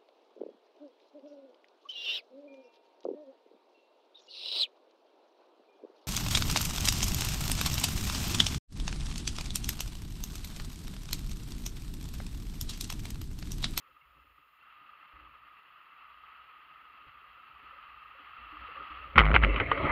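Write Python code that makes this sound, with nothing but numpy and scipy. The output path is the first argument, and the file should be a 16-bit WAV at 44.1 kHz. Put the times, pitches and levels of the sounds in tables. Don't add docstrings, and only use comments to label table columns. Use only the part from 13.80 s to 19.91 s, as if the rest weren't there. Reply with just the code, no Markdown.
import sys
import numpy as np
from scipy import signal
from scipy.fft import rfft, irfft, next_fast_len
from scipy.io import wavfile
from scipy.ndimage import uniform_filter1d, map_coordinates

SR = 44100
rng = np.random.default_rng(int(sys.argv[2]) if len(sys.argv) > 2 else 0)


def convert_level_to_amplitude(level_db):
    exponent = np.asarray(level_db, float) / 20
    return 10 ** exponent


def generate_wav(signal):
    frames = np.transpose(np.atleast_2d(signal))
    scaled = np.clip(frames, -1, 1) * 32767
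    pcm = np.round(scaled).astype(np.int16)
    wavfile.write(sys.argv[1], SR, pcm)


N = 269451

# pitch_hz, level_db
WHINE_LINES = [(14176, -108), (14266, -106), (14357, -104), (14447, -102), (14538, -97), (14629, -93),
               (14719, -96), (14810, -104)]
# frequency_hz, gain_db
HISS_SPECTRUM = [(20, -8.5), (300, -14.5), (3500, 1), (5200, -6), (5900, -19), (6900, -8.5), (8000, -22),
                 (9200, -10.5), (11000, -6.5), (12500, -6.5), (14300, -5), (15000, -9.5), (15700, -9),
                 (16000, -49)]
# time_s, level_db
RIVER_LEVEL = [(0.0, -62.5), (0.78, -64), (0.8, -57.5), (1.2, -56), (1.7, -57), (2.5, -54.5), (3.1, -55.5),
               (3.7, -54), (3.9, -52.5), (4.3, -52.5), (4.9, -46.5), (5.2, -46), (5.35, -50)]
# frequency_hz, gain_db
WATER_SPECTRUM = [(59, -80), (100, -28), (166, -29.5), (391, -29), (504, -30), (555, -27.5), (1030, -13),
                  (1250, 1), (1510, -14), (2000, -15), (2280, -17.5), (2710, -13), (3330, -21), (3600, -33),
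                  (4430, -34), (5760, -62.5), (9750, -120)]
# start_s, level_db, pitch drawn at random
BOW_SLAPS = [(.165, -49), (0.368, -44), (1.091, -40.5), (1.1318, -40), (1.4718, -40), (2.17, -43),
             (2.312, -45), (2.435, -37.5), (2.487, -40), (2.595, -44), (2.6152, -38), (2.795, -42),
             (2.9577, -37.5), (3.441, -40.5), (3.908, -43), (4.0296, -38), (4.1026, -45), (4.157, -50),
             (4.2254, -37), (4.5326, -33.5), (4.7024, -32), (4.7653, -33.5), (4.8163, -34), (4.92, -33.5),
             (4.9754, -29), (5.007, -29), (5.0588, -40), (5.1185, -32), (5.169, -38), (5.254, -33)]
# start_s, hold_s, thump_db, gurgle_db
HULL_WAVES = [(0.071, .03, -78.5, -82), (0.257, 0.024, -73, -80), (0.346, 0.017, -77, -78),
              (0.395, .12, -72, -88), (1.334, 0.082, -63.5, -72), (1.469, 0.031, -65, -79),
              (3.264, .005, -64, -80), (3.355, 0.14, -75.5, -89), (3.716, 0.37, -75.5, -82.5),
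              (4.087, .03, -70, -79), (4.242, 0.052, -74, -79), (4.367, .03, -80, -76),
              (4.475, 0.027, -73, -88), (4.585, 0.044, -59.5, -75), (4.696, .06, -64, -75),
              (4.786, 0.028, -62, -64.5), (4.879, .02, -69, -67), (4.97, 0.038, -67, -61),
              (5.101, .02, -59.5, -64), (5.17, 0.018, -56, -65), (5.238, 0.022, -60.5, -60),
              (5.289, .02, -57, -68)]
# start_s, level_db
WAVE_TAPS = [(1.334, -65.5), (1.38, -67), (1.42, -66), (1.468, -68), (4.724, -52), (4.982, -57),
             (5.102, -54.5), (5.279, -60)]
# pitch_hz, level_db (added to the tap's), t60_s
TAP_TONES = [(243, -9.5, 0.072), (304.4, 0.0, .25), (420, -14.5, .17)]
# start_s, level_db, starting pitch_hz, t60_s
BUBBLE_TONES = [(.22, -70, 140, .2), (.36, -67, 146, .2), (.085, -67, 520, .1), (.21, -57, 2740, 0.09),
                (.215, -54.5, 2160, 0.055), (.81, -53, 2720, .07), (3.268, -63.5, 135, .11),
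                (3.96, -59, 560, .11), (4.349, -55.5, 540, 0.074), (4.885, -45.5, 484, 0.059),
                (4.96, -52, 540, 0.19), (5.0, -55, 410, .15), (5.224, -53.5, 588, 0.11),
                (5.275, -54.5, 570, .08), (5.69, -34.5, 2660, 0.24), (5.69, -33.5, 540, 0.23),
                (5.805, -31, 405, 0.074), (5.855, -31.5, 2130, .06), (5.916, -16, 1224, 0.051),
                (5.925, -28, 446, 0.12), (5.97, -31.5, 561, 0.28), (6.0, -28.5, 635, 0.12),
                (6.0, -30, 380, 0.12), (6.04, -34, 860, 0.14), (6.05, -24.5, 1290, 0.12),
                (6.065, -32, 2120, 0.084)]
# centre_hz, width_hz, gain_db
KEEL_MODE = [(59, 12, 0)]
# centre_hz, width_hz, gain_db
SHELL_MODES = [(136, 26, 1.5), (232, 18, 0.5), (296.7, 29, 3.5), (413, 27, 2), (540, 46, 3.5),
               (860, 53, -24.5)]
# centre_hz, width_hz, gain_db
CASE_RESONANCES = [(2668, 71, -1), (2020, 160, -7), (3816, 75, -0.5)]
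# frequency_hz, gain_db
CASE_ROLLOFF = [(4500, -0.5), (5600, -0.5), (6000, -20.5), (16000, -35.5)]
# time_s, pitch_hz
BOOM_PITCH = [(5.36, 102), (5.41, 52), (5.53, 49.6), (5.545, 86.7), (5.56, 55.5), (5.62, 55.5),
              (5.64, 49.3), (5.7, 47.1), (5.79, 53.8), (5.85, 52)]
# time_s, level_db
BOOM_SWING = [(5.35, -48), (5.385, 5), (5.45, 6), (5.72, -0.5), (5.77, -10), (5.8, -14.5), (5.85, -49)]
# time_s, hollow_scrape_db, bright_scrape_db
GRIND_LEVELS = [(5.33, -64, -62), (5.376, -45, -38), (5.416, -25.5, -33.5), (5.46, -30.5, -34.5),
                (5.52, -31.5, -37), (5.545, -45, -31), (5.6, -45, -41), (5.64, -38, -31.5),
                (5.67, -49, -40), (5.77, -39.5, -39.5), (5.85, -49.5, -40.5), (6.02, -37.5, -37),
                (6.11, -26.5, -35.5)]
# start_s, rumble_db, shell_db
STONE_SHOVES = [(5.352, -29, -41), (5.375, -32, -60), (5.5, -37, -22), (5.535, -31.5, -44),
                (5.628, -35.5, -22.5), (5.74, -56.5, -37.5), (5.796, -36, -34.5), (6.03, -43.5, -42)]
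# start_s, level_db, brightness_db (treble over bass), t60_s
STONE_KNOCKS = [(5.357, -26, -3, 0.12), (5.3785, -8, -6, 0.041), (5.382, -6, 6, .0084),
                (5.3902, -9, 1.5, .0084), (5.395, -8.5, -4, .043), (5.402, -15, -2, .055),
                (5.415, -26.5, -6.5, 0.078), (5.452, -16, 1, 0.013), (5.463, -35.5, 5, 0.076),
                (5.5129, -16, -9, 0.018), (5.542, -15, -1, 0.051), (5.548, -11, -3, 0.062),
                (5.562, -5.5, -4.5, 0.02), (5.571, -25, -4, 0.029), (5.623, -30.5, 0.0, 0.23),
                (5.630, -22, 2, 0.036), (5.637, -22, 12, 0.018), (5.647, -15.5, -1, .0082),
                (5.742, -37.5, 4, .035), (5.76, -34, 11, 0.037), (5.7996, -19.5, 2.5, 0.019),
                (5.804, -25.5, -4.2, 0.07), (5.915, -11, -9, 0.024), (5.929, -36, -.6, .023),
                (5.975, -30.5, 1, 0.028)]
# frequency_hz, gain_db
SCRAPE_SPECTRUM = [(410, -40), (700, -6), (774, -40.5), (849, -11.5), (953, -11.5), (1250, -3),
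                   (1590, -17.5), (1880, -11), (2140, -4.5), (2390, -13), (2720, -17.5), (3230, -22.5),
                   (3540, -34), (3920, -34), (4430, -42.5), (5760, -76.5), (9750, -120)]
# frequency_hz, gain_db
KNOCK_SPECTRUM = [(180, -58.5), (300, -2), (638, -14), (1060, -3), (1340, 8), (1740, -7), (2130, 3),
                  (2610, -8), (3020, -4.5), (3270, -13), (3700, -22), (4430, -32.5), (5760, -60.5),
                  (9750, -120)]
# frequency_hz, gain_db
SPLATTER_SPECTRUM = [(3000, -56), (5000, -4), (7500, -16), (10000, -7.5), (12500, -3.5), (15000, -14.5),
                     (16000, -56)]


def unit(x):
    return x / np.sqrt(np.mean(x ** 2) + 1e-20)


def curves(rows, outside=-120):
    times, *columns = np.transpose(rows)
    t = np.arange(N) / SR
    lines = [np.interp(t, times, column, left=outside, right=outside) for column in columns]
    return uniform_filter1d(lines, size=SR // 100, axis=1, mode="nearest")


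def wobble(rate):
    knots = rng.standard_normal(int(N * rate / SR) + 4)
    return map_coordinates(knots, [np.arange(N) * rate / SR])


def noise():
    return rng.standard_normal(N)


def filtered(x, response):
    m = next_fast_len(N + SR // 2)
    return irfft(rfft(x, m) * response(np.fft.rfftfreq(m, 1 / SR)), m)[:N]


def colour(points):
    def response(hz):
        f, db = np.transpose(points)
        gain_db = np.interp(np.log(hz + 1), np.log(f + 1), db)
        cepstrum = irfft(np.log(convert_level_to_amplitude(gain_db)))
        half = len(cepstrum) // 2
        cepstrum[1:half] *= 2
        cepstrum[half + 1:] = 0
        return np.exp(rfft(cepstrum))
    return response


def modes(table):
    def response(f):
        return sum((-1) ** k * convert_level_to_amplitude(db) * 1j * f * width / (centre ** 2 - f ** 2 + 1j * f * width)
                   for k, (centre, width, db) in enumerate(table))
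    return response


def split(x, edge_hz):
    below = filtered(x, lambda hz: 1 / (1 + (hz / edge_hz) ** 8))
    return below, x - below


def patchy(patchy_db, span):
    z = signal.stft(noise(), nperseg=256)[2]
    field = uniform_filter1d(rng.standard_normal(z.shape), 2, 0)
    field = uniform_filter1d(field, round(span), 1)
    return unit(signal.istft(z * convert_level_to_amplitude(patchy_db * unit(field)), nperseg=256)[1][:N])


def bubbles(table, rise):
    out, t = np.zeros(N + SR), np.arange(SR // 5) / SR
    for start, db, hz, t60 in table:
        tone = np.sin(2 * np.pi * hz * t * (1 + rise * t / t60))
        envelope = convert_level_to_amplitude(db - 60 * t / t60) * (1 - np.exp(-t / 0.0021))
        out[round(start * SR):][:len(t)] += envelope * tone
    return out[:N]


def swells(rows, rise_s, fall_db_per_s):
    t = np.arange(N) / SR
    power = 0
    for start, hold, db in rows:
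        falling = np.clip(t - start - rise_s - hold, 0, None)
        power = power + convert_level_to_amplitude(db - fall_db_per_s * falling) ** 2 * np.clip((t - start) / rise_s, 0, 1) ** 2
    return np.sqrt(power)


def ringing(x):
    return filtered(x, lambda f: 1 + sum(modes([mode])(f) for mode in CASE_RESONANCES))


def shell(patchy_db):
    def dull_shell(hz):
        return modes(SHELL_MODES)(hz) / (1 + (hz / 900) ** 4)
    return unit(filtered(patchy(patchy_db, span=10), dull_shell))


def electronics():
    t = np.arange(N) / SR
    early = t < 0.78
    strongest = np.argmax([db for _, db in WHINE_LINES])
    whine = np.zeros(N)
    for k, (hz, db) in enumerate(WHINE_LINES):
        phase = np.pi / 2 * abs(k - strongest)
        whine += np.sqrt(2) * convert_level_to_amplitude(db + 0.89 * wobble(15)) * np.sin(2 * np.pi * hz * t + phase)
    hiss = convert_level_to_amplitude(-84.5 + 0.8 * wobble(60)) * unit(filtered(noise(), colour(HISS_SPECTRUM)))
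    return whine * convert_level_to_amplitude(np.where(early, 3.5, 0)) + hiss * convert_level_to_amplitude(np.where(early, 1.5, 0))


def river():
    slap_hz, slap_t60_s = 1222, 0.035
    level_db, = curves(RIVER_LEVEL)
    bursts = convert_level_to_amplitude(0.38 * wobble(10) + 0.9 * wobble(70))
    splashes = bursts * patchy(patchy_db=1.0, span=5)
    wash = unit(ringing(filtered(splashes, colour(WATER_SPECTRUM))))

    slaps = []
    for start, db in BOW_SLAPS:
        a, b = rng.standard_normal(2)
        slaps.append((start, db, slap_hz * (1 + 0.035 * a), slap_t60_s * np.exp(0.27 * b)))

    small = []
    for when, a, b, c in rng.uniform(size=(150, 4)):
        over_river_db = 8 * a
        hz = slap_hz * (1 + 0.16 * (b - 0.5))
        small.append((when * N / SR, over_river_db, hz, slap_t60_s * (0.6 + c)))
    return convert_level_to_amplitude(level_db) * (wash + bubbles(small, rise=0.015)) + bubbles(slaps, rise=0.0084)


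def waves():
    rise_s = 0.02
    river_db, = curves(RIVER_LEVEL)
    calm_push = convert_level_to_amplitude(river_db - 26.5 + 2.5 * wobble(5))
    calm_slosh = convert_level_to_amplitude(0.39 * river_db - 60 + 1.7 * wobble(3.8))
    thumps = [(start, hold, db) for start, hold, db, _ in HULL_WAVES]
    gurgles = [(start, hold, db) for start, hold, _, db in HULL_WAVES]
    push = swells(thumps, rise_s, fall_db_per_s=202.5) + calm_push
    slosh = swells(gurgles, rise_s, fall_db_per_s=300) + calm_slosh
    keel = unit(filtered(filtered(noise(), modes(KEEL_MODE)), modes([(45, 67, 0)])))

    taps = [(start, db + level, hz, t60) for start, db in WAVE_TAPS for hz, level, t60 in TAP_TONES]
    # 61 Hz, t60 0.44 s
    taps += [(start, db + 4.5, 61, 0.44) for start, _, db in thumps]
    tones = bubbles(taps, rise=0.003) + bubbles(BUBBLE_TONES, rise=0.031)
    return convert_level_to_amplitude(-1) * push * keel + slosh * shell(patchy_db=5.5) + tones


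def boom():
    hz, = curves(BOOM_PITCH, outside=0)
    swing_db, = curves(BOOM_SWING)
    return convert_level_to_amplitude(swing_db) * np.cos(2 * np.pi * np.cumsum(hz) / SR)


def grinding():
    rise_s = 0.01
    hollow_db, bright_db = curves(GRIND_LEVELS)
    rumble_shoves = [(start, 0, db) for start, db, _ in STONE_SHOVES]
    shell_shoves = [(start, 0, db) for start, _, db in STONE_SHOVES]
    shell_gain = convert_level_to_amplitude(bright_db - 1) + swells(shell_shoves, rise_s, fall_db_per_s=595.5)
    rumble_gain = convert_level_to_amplitude(bright_db - 7.5) + swells(rumble_shoves, rise_s, fall_db_per_s=297)

    grit = convert_level_to_amplitude(0.98 * wobble(120)) * patchy(patchy_db=3.5, span=24)
    hollow, bright = split(ringing(filtered(grit, colour(SCRAPE_SPECTRUM))), edge_hz=1410)
    scrape = convert_level_to_amplitude(hollow_db) * unit(hollow) + convert_level_to_amplitude(bright_db) * unit(bright)
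    scrape += shell_gain * shell(patchy_db=5.0)

    air = convert_level_to_amplitude(bright_db - 48) * unit(filtered(noise(), colour(SPLATTER_SPECTRUM)))
    deep = filtered(filtered(noise(), modes([(65.5, 54, 0)])), modes([(61.0, 140, 0)]))
    return scrape, rumble_gain * unit(deep), air


def knocking():
    t = np.arange(SR // 10) / SR
    dull, sharp, splatter = np.zeros((3, N + SR))
    for start, db, brightness_db, t60 in STONE_KNOCKS:
        shake = convert_level_to_amplitude(-60 * t / t60) * (1 - np.exp(-t / 0.00043)) * rng.standard_normal(len(t))
        shake /= np.sqrt(np.sum(shake ** 2) / (t60 * SR))
        shake[0] += 12.5
        splatter_db = -40.5 + 1.64 * db + 1.3 * brightness_db - 3.5 * np.log2(100 * t60)
        here = slice(round(start * SR), round(start * SR) + len(t))
        dull[here] += convert_level_to_amplitude(db) * shake
        sharp[here] += convert_level_to_amplitude(db + brightness_db) * shake
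        splatter[here] += convert_level_to_amplitude(splatter_db - 60 * t / 0.03) * shake

    low = split(dull[:N], edge_hz=1500)[0]
    high = split(sharp[:N], edge_hz=1674)[1]
    knocks = filtered(low + high, colour(KNOCK_SPECTRUM))
    knocks /= (1 + np.abs(knocks / 0.95) ** 4) ** 0.25
    return knocks, filtered(splatter[:N], colour(SPLATTER_SPECTRUM))


def scene():
    scrape, rumble, air = grinding()
    knocks, splatter = knocking()
    hardness = 24
    swing = boom() + 5.8 * rumble
    squeeze = 1 / (1 + np.abs(swing) ** hardness)
    flattened = swing * squeeze ** (1 / hardness)
    passing = squeeze ** (1 + 1 / hardness)

    def bass_cut(hz):
        return 0.5 + 1j * hz / (200 + 1j * hz)

    fine = river() + waves() + scrape
    heard = convert_level_to_amplitude(-17.0) * filtered(flattened, bass_cut)
    heard += (0.011 + passing) * fine
    heard += (0.33 + 0.91 * passing) * knocks
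    muffled = filtered(heard + rumble, colour(CASE_ROLLOFF))
    treble = splatter + (0.29 + 0.8 * passing) * (air + electronics())
    return (muffled + treble)[None]


def low_pass(x):
    return signal.sosfilt(signal.butter(12, 15750, fs=SR, output="sos"), x)


def record(dry):
    return low_pass(dry)


dry = scene()
out = record(dry)
generate_wav(out)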